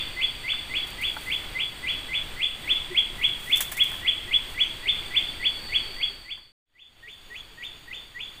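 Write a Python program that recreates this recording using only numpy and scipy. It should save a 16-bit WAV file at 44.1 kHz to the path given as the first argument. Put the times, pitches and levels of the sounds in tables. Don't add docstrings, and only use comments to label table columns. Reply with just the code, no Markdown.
import sys
import numpy as np
from scipy import signal
from scipy.fft import rfft, irfft, next_fast_len
from scipy.io import wavfile
from scipy.ndimage import map_coordinates

SR = 44100
rng = np.random.default_rng(int(sys.argv[2]) if len(sys.argv) > 2 else 0)


def pcm_store(signal):
    levels = np.round(np.clip(np.atleast_2d(signal), -1, 1) * 32767)
    wavfile.write(sys.argv[1], SR, levels.astype(np.int16).T)


N = 370440
TIME_S = np.arange(N) / SR
EVENT_SAMPLES = SR // 4
MOVE_S = 6.6


def amp(db):
    return 10 ** (np.asarray(db) / 20)


def unit(x):
    return x / np.sqrt(np.mean(x ** 2) + 1e-20)


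def ramp(x):
    return np.sin(np.pi / 2 * np.clip(x, 0, 1)) ** 2


def bell(t, half_width_s):
    return np.exp(-(t / half_width_s) ** 2)


def wobble(rate_hz, size=N):
    knots = rng.standard_normal(int(size * rate_hz / SR) + 4)
    return map_coordinates(knots, [np.arange(size) * rate_hz / SR])


def filtered(x, response):
    size = next_fast_len(len(x) + 8192)
    return irfft(rfft(x, size) * response(np.fft.rfftfreq(size, 1 / SR)), size)[:len(x)]


def noise(spectrum, size=N):
    knots_hz, db = np.transpose(spectrum)
    white = rng.standard_normal(size)
    return unit(filtered(white, lambda hz: amp(np.interp(np.log(hz + 1), np.log(knots_hz), db))))


def add(track, s, sound):
    start = round(s * SR)
    first, last = max(start, 0), min(start + len(sound), N)
    if last > first:
        track[first:last] += sound[first - start:last - start]


def background(first_db, second_db, swells=()):
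    swell_power = sum((amp(db) * bell(TIME_S - s, width_s)) ** 2 for s, db, width_s in swells)
    return np.where(TIME_S < MOVE_S, np.sqrt(amp(first_db) ** 2 + swell_power), amp(second_db))


def foliage(x, scatter_db, spread_s, count=6):
    path = np.zeros(EVENT_SAMPLES)
    path[0] = 1
    delays = (rng.uniform(0.069, 1, count) * spread_s * SR).astype(int)
    path[delays] = amp(scatter_db) * rng.choice([-1, 1], count)
    return signal.fftconvolve(x, path / np.linalg.norm(path))


def tree_echo(x, t60_s=1.0, early_t60_s=0.33, early_db=11, build_s=0.012, clumps_db=2.5):
    t = np.arange(SR) / SR
    decay = np.hypot(amp(-60 * t / t60_s), amp(early_db - 60 * t / early_t60_s))
    tail = rng.standard_normal(SR) * decay * (1 - bell(t, build_s)) * amp(clumps_db * wobble(120, SR))
    return unit(signal.fftconvolve(x, tail))


def whistling_bird():
    # time of the top in seconds, top in Hz, top in relative dB, rise length ratio.
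    whistles = [(-.025, 3505, -20, 1.05), (.238, 3464, -18.5, .92), (.511, 3485, -20, 0.93),
                (.772, 3430, -20.5, 0.91), (1.056, 3460, -20, 1), (1.334, 3464, -20.5, 0.84),
                (1.619, 3446, -20.5, 0.94), (1.902, 3424, -21.5, 1), (2.161, 3465, -20.5, 0.84),
                (2.441, 3460, -18.5, 1.05), (2.716, 3477, -13, 1.04), (2.986, 3411, -11.5, 0.94),
                (3.253, 3415, -12.5, 0.98), (3.538, 3496, -12, 0.97), (3.817, 3447, -12, 0.99),
                (4.089, 3397, -14, 0.87), (4.35, 3450, -12.5, 0.89), (4.618, 3433, -14, 0.9),
                (4.898, 3500, -14, 0.89), (5.177, 3498, -13.5, 0.91), (5.467, 3458, -15.5, 0.88),
                (5.762, 3410, -15.5, 0.96), (6.041, 3440, -13.5, .92), (6.322, 3450, -16.5, 0.85),
                (6.812, 3530, -30.5, 1), (7.101, 3544, -37.5, 0.75), (7.378, 3450, -40.5, 0.91),
                (7.651, 3577, -33, 0.79), (7.952, 3580, -34, 0.91), (8.22, 3526, -30.5, 0.88)]
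    stages = [(-1, 2050, -29.5, 0.034, -25.5, -31, -9.5, -12, -64),
              (2.5, 1985, -35, .041, -27.5, -29, -19, -17, -67),
              (6.5, 1940, -35.5, 0.027, -32, -42.5, -16.5, -8, -65.5)]
    opening_s, swell_s, hold_s, release_s = 0.079, 0.024, 0.0041, 0.021
    rise_s, fall_s, jump_share = 0.0245, 0.034, 0.38
    track = np.zeros(N)
    t = np.arange(-EVENT_SAMPLES // 2, EVENT_SAMPLES // 4) / SR
    scoop_hz = 189.8 * np.exp(-np.maximum(t + opening_s, 0) / 0.008)
    envelope = np.sqrt(ramp((t + opening_s) / swell_s)) * ramp(1 - (t - hold_s) / release_s)
    jump = ramp((t + 0.013) / 0.004)
    ends_s = [stage[0] for stage in stages[1:]] + [np.inf]
    for stage, end_s in zip(stages, ends_s):
        start_s, open_hz, open_db, catch_s, glide_db, echo_db, open_echo_db, stray_db, octave_db = stage
        calls = [call for call in whistles if start_s <= call[0] < end_s]
        mean_db = np.mean([call[2] for call in calls])
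        sweeping = ramp((t + catch_s) / 0.0014)
        sag_db = -6 * bell(t + catch_s, 0.0068) * (1 - sweeping)
        for s, top_hz, top_db, stretch in calls:
            arch = bell(t, np.where(t < 0, rise_s * stretch, fall_s))
            low_hz = open_hz + 14.5 * rng.standard_normal()
            waver = 1 + 0.0043 * wobble(256, len(t))
            pitch_hz = (low_hz + (top_hz - low_hz) * arch - scoop_hz) * waver
            phase = 2 * np.pi * np.cumsum(pitch_hz) / SR
            push = jump_share * jump + (1 - jump_share) * arch
            level_db = open_db + sag_db + sweeping * (glide_db - open_db) + push * (top_db - glide_db)
            direct = foliage(np.sin(phase) * envelope * amp(level_db - 0.77), stray_db, spread_s=0.012)
            effort = envelope * amp(sag_db + open_echo_db * (1 - sweeping - push) / 2)
            echo = tree_echo(effort * np.sin(phase)) * amp(echo_db - 10 + 0.49 * (top_db - mean_db))
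            octave = foliage(effort * np.sin(2 * phase) * amp(octave_db), -2.5, spread_s=0.033)
            for part in (direct, echo, octave):
                add(track, s + t[0], part)
    return track


def cicadas(whine_db=-41.5, full_s=5.8, attack_s=0.52, climb_hz_per_s=70, drift_hz=3.46):
    # pitch at full_s in Hz, relative level in dB.
    tones = [(4385, -60), (4428, -61), (4468, -60), (4562, -54), (4605, -62)]
    # frequency in Hz, relative density in dB.
    band = [(3900, -49), (4280, -28), (4430, 2), (4570, -5.5), (4670, 1), (4800, -19.5), (5600, -53.5)]
    # peak time in seconds, relative level in dB, half width in seconds.
    swells = [(.1, -50.5, 1.9), (4.85, -55, 0.48), (5.75, -47.5, 0.7), (6.404, -44, 0.35)]
    climb_hz = climb_hz_per_s * (TIME_S - full_s)
    whine = np.zeros(N)
    for hz, db in tones:
        gain = amp(db + 2 * wobble(8.5))
        pitch_hz = hz + climb_hz + drift_hz * wobble(25)
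        whine += gain * np.sin(2 * np.pi * np.cumsum(pitch_hz) / SR)
    envelope = ramp(1 + (TIME_S - full_s) / attack_s) * (TIME_S < MOVE_S)
    chorus = noise(band) * amp(1 + 0.8 * wobble(25)) * background(-60, -63, swells)
    return chorus + unit(whine) * envelope * amp(whine_db)


def crickets():
    # frequency in Hz, relative density in dB.
    chorus_band = [(6000, -43), (6600, -19), (7300, -7.5), (7900, -6.5), (8450, 3), (8950, -4),
                   (9500, -18.5), (10500, -53.5)]
    trill_band = [(6300, -36.5), (6650, -10.5), (6820, -10), (6950, -9.5), (7300, -32)]
    chorus = noise(chorus_band) * background(-56, -68) * amp(0.8 * wobble(30))
    return chorus + noise(trill_band) * amp(-67 + 1.5 * wobble(23))


def air():
    # frequency in Hz, relative density in dB.
    band = [(20, 16), (50, 6.5), (110, 3.5), (190, -3), (330, -2), (500, -6), (1600, -5.5), (3500, -3),
            (4100, -9.5), (5800, -21), (7500, -24.5), (10000, -23), (12500, -23.5), (15300, -19.5)]
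    return noise(band) * background(-40, -48.5) * amp(0.83 * wobble(8))


def leaf_rustle():
    # frequency in Hz, relative density in dB.
    band = [(3000, -16.5), (6000, -3), (9000, 4), (12500, -5), (14200, 2.5), (15300, 4.5)]
    # peak time in seconds, relative level in dB, half width in seconds.
    brushes = [(1.173, -51.5, 0.18), (2.72, -56, 0.072), (3.22, -53.5, 0.091), (3.7, -49, 0.3),
               (4.52, -55, 0.054)]
    fits = unit(amp(3 * wobble(8.4) + 3 * wobble(400)))
    return noise(band) * fits * background(-66, -72, brushes) * amp(5)


def stick_knocks(gain_db=3, attack_s=0.00073):
    # start in seconds, relative level in dB, pitch ratio.
    knocks = [(.532, -35, 1.84), (1.166, -31, 0.99), (3.603, -32.5, 1.25), (3.72, -36, 1.2),
              (3.917, -38.5, 1), (3.938, -40, 1.15), (6.376, -37, 1.17)]
    # frequency at ratio 1 in Hz, relative level in dB, T60 in seconds.
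    modes = [(660, -6, 0.063), (870, -5, 0.086), (1095, -4, .03), (1485, 1, 0.043), (1724, -10, 0.029)]
    track = np.zeros(N)
    t = np.arange(EVENT_SAMPLES) / SR
    for s, db, ratio in knocks:
        ring = np.zeros(len(t))
        for hz, mode_db, t60_s in modes:
            decay = amp(mode_db + rng.standard_normal() - 60 * t / t60_s)
            ring += decay * np.sin(2 * np.pi * hz * ratio * t + wobble(370, len(t)))
        add(track, s, ring * amp(db + gain_db) * (1 - np.exp(-t / attack_s)))
    return track


def leaf_crackles(gain_db=6, attack_s=0.0018):
    # start in seconds, relative level in dB, T60 in seconds.
    crackles = [(0.868, -46.5, .12), (.901, -41.5, 0.046), (1.012, -45, 0.14), (3.558, -30, 0.039),
                (3.569, -29.5, 0.087), (3.605, -21, 0.063), (3.616, -32, 0.15), (3.716, -33, .12),
                (3.768, -35.5, 0.11), (3.835, -36.5, 0.065), (4.49, -53.5, .13), (6.376, -48.5, .05),
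                (7.64, -55.5, 0.091)]
    band = [(700, -17.5), (2200, 5), (5000, -5.5), (8000, 2.5), (12000, 1), (15000, 3.5)]
    track = np.zeros(N)
    t = np.arange(EVENT_SAMPLES) / SR
    for s, db, t60_s in crackles:
        envelope = amp(db + gain_db - 60 * t / t60_s) * (1 - np.exp(-t / attack_s))
        add(track, s, noise(band, len(t)) * envelope)
    return track


def hooting_bird(gain_db=2.5, half_width_s=0.017, rough_rad=0.3, vary_db=4.2, vary_ratio=0.012):
    # first time, last time and spacing in seconds, pitch in Hz, relative dB.
    runs = [(2.728, 4.48, .193, 364, -49.5), (4.875, 6.11, .205, 398, -52.5), (7.085, 8.2, .222, 430, -57)]
    track = np.zeros(N)
    t = np.arange(-EVENT_SAMPLES // 2, EVENT_SAMPLES // 2) / SR
    for first_s, last_s, gap_s, hz, db in runs:
        for s in np.arange(first_s, last_s + gap_s / 2, gap_s):
            loud, sharp = rng.standard_normal(2)
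            phase = 2 * np.pi * hz * (1 + vary_ratio * sharp) * t + rough_rad * wobble(70, len(t))
            envelope = amp(db + gain_db + vary_db * loud) * bell(t, half_width_s)
            add(track, s + t[0], envelope * np.sin(phase))
    return track


def thin_call(peak_s=4.65, level_db=-57.5, half_width_s=0.065):
    band = [(5200, -26), (5900, 0), (6300, 1.5), (7000, -30)]
    return noise(band) * amp(level_db) * bell(TIME_S - peak_s, half_width_s)


def scene():
    bird = whistling_bird()
    forest = cicadas() + crickets() + air() + leaf_rustle()
    handling = stick_knocks() + leaf_crackles()
    return (bird + forest + handling + hooting_bird() + thin_call())[None]


def record(dry):
    mute_s, resume_s, cutoff_hz = 6.52, 6.652, 15500
    fade_out = np.clip((6.598 - TIME_S) / 0.78, 0, 1) * (TIME_S < mute_s)
    fade_in = np.clip((TIME_S - resume_s) / 0.7, 0, 1)
    return filtered(dry[0] * (fade_out + fade_in) ** 1.28, lambda hz: hz < cutoff_hz)[None]


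dry = scene()
out = record(dry)
pcm_store(out)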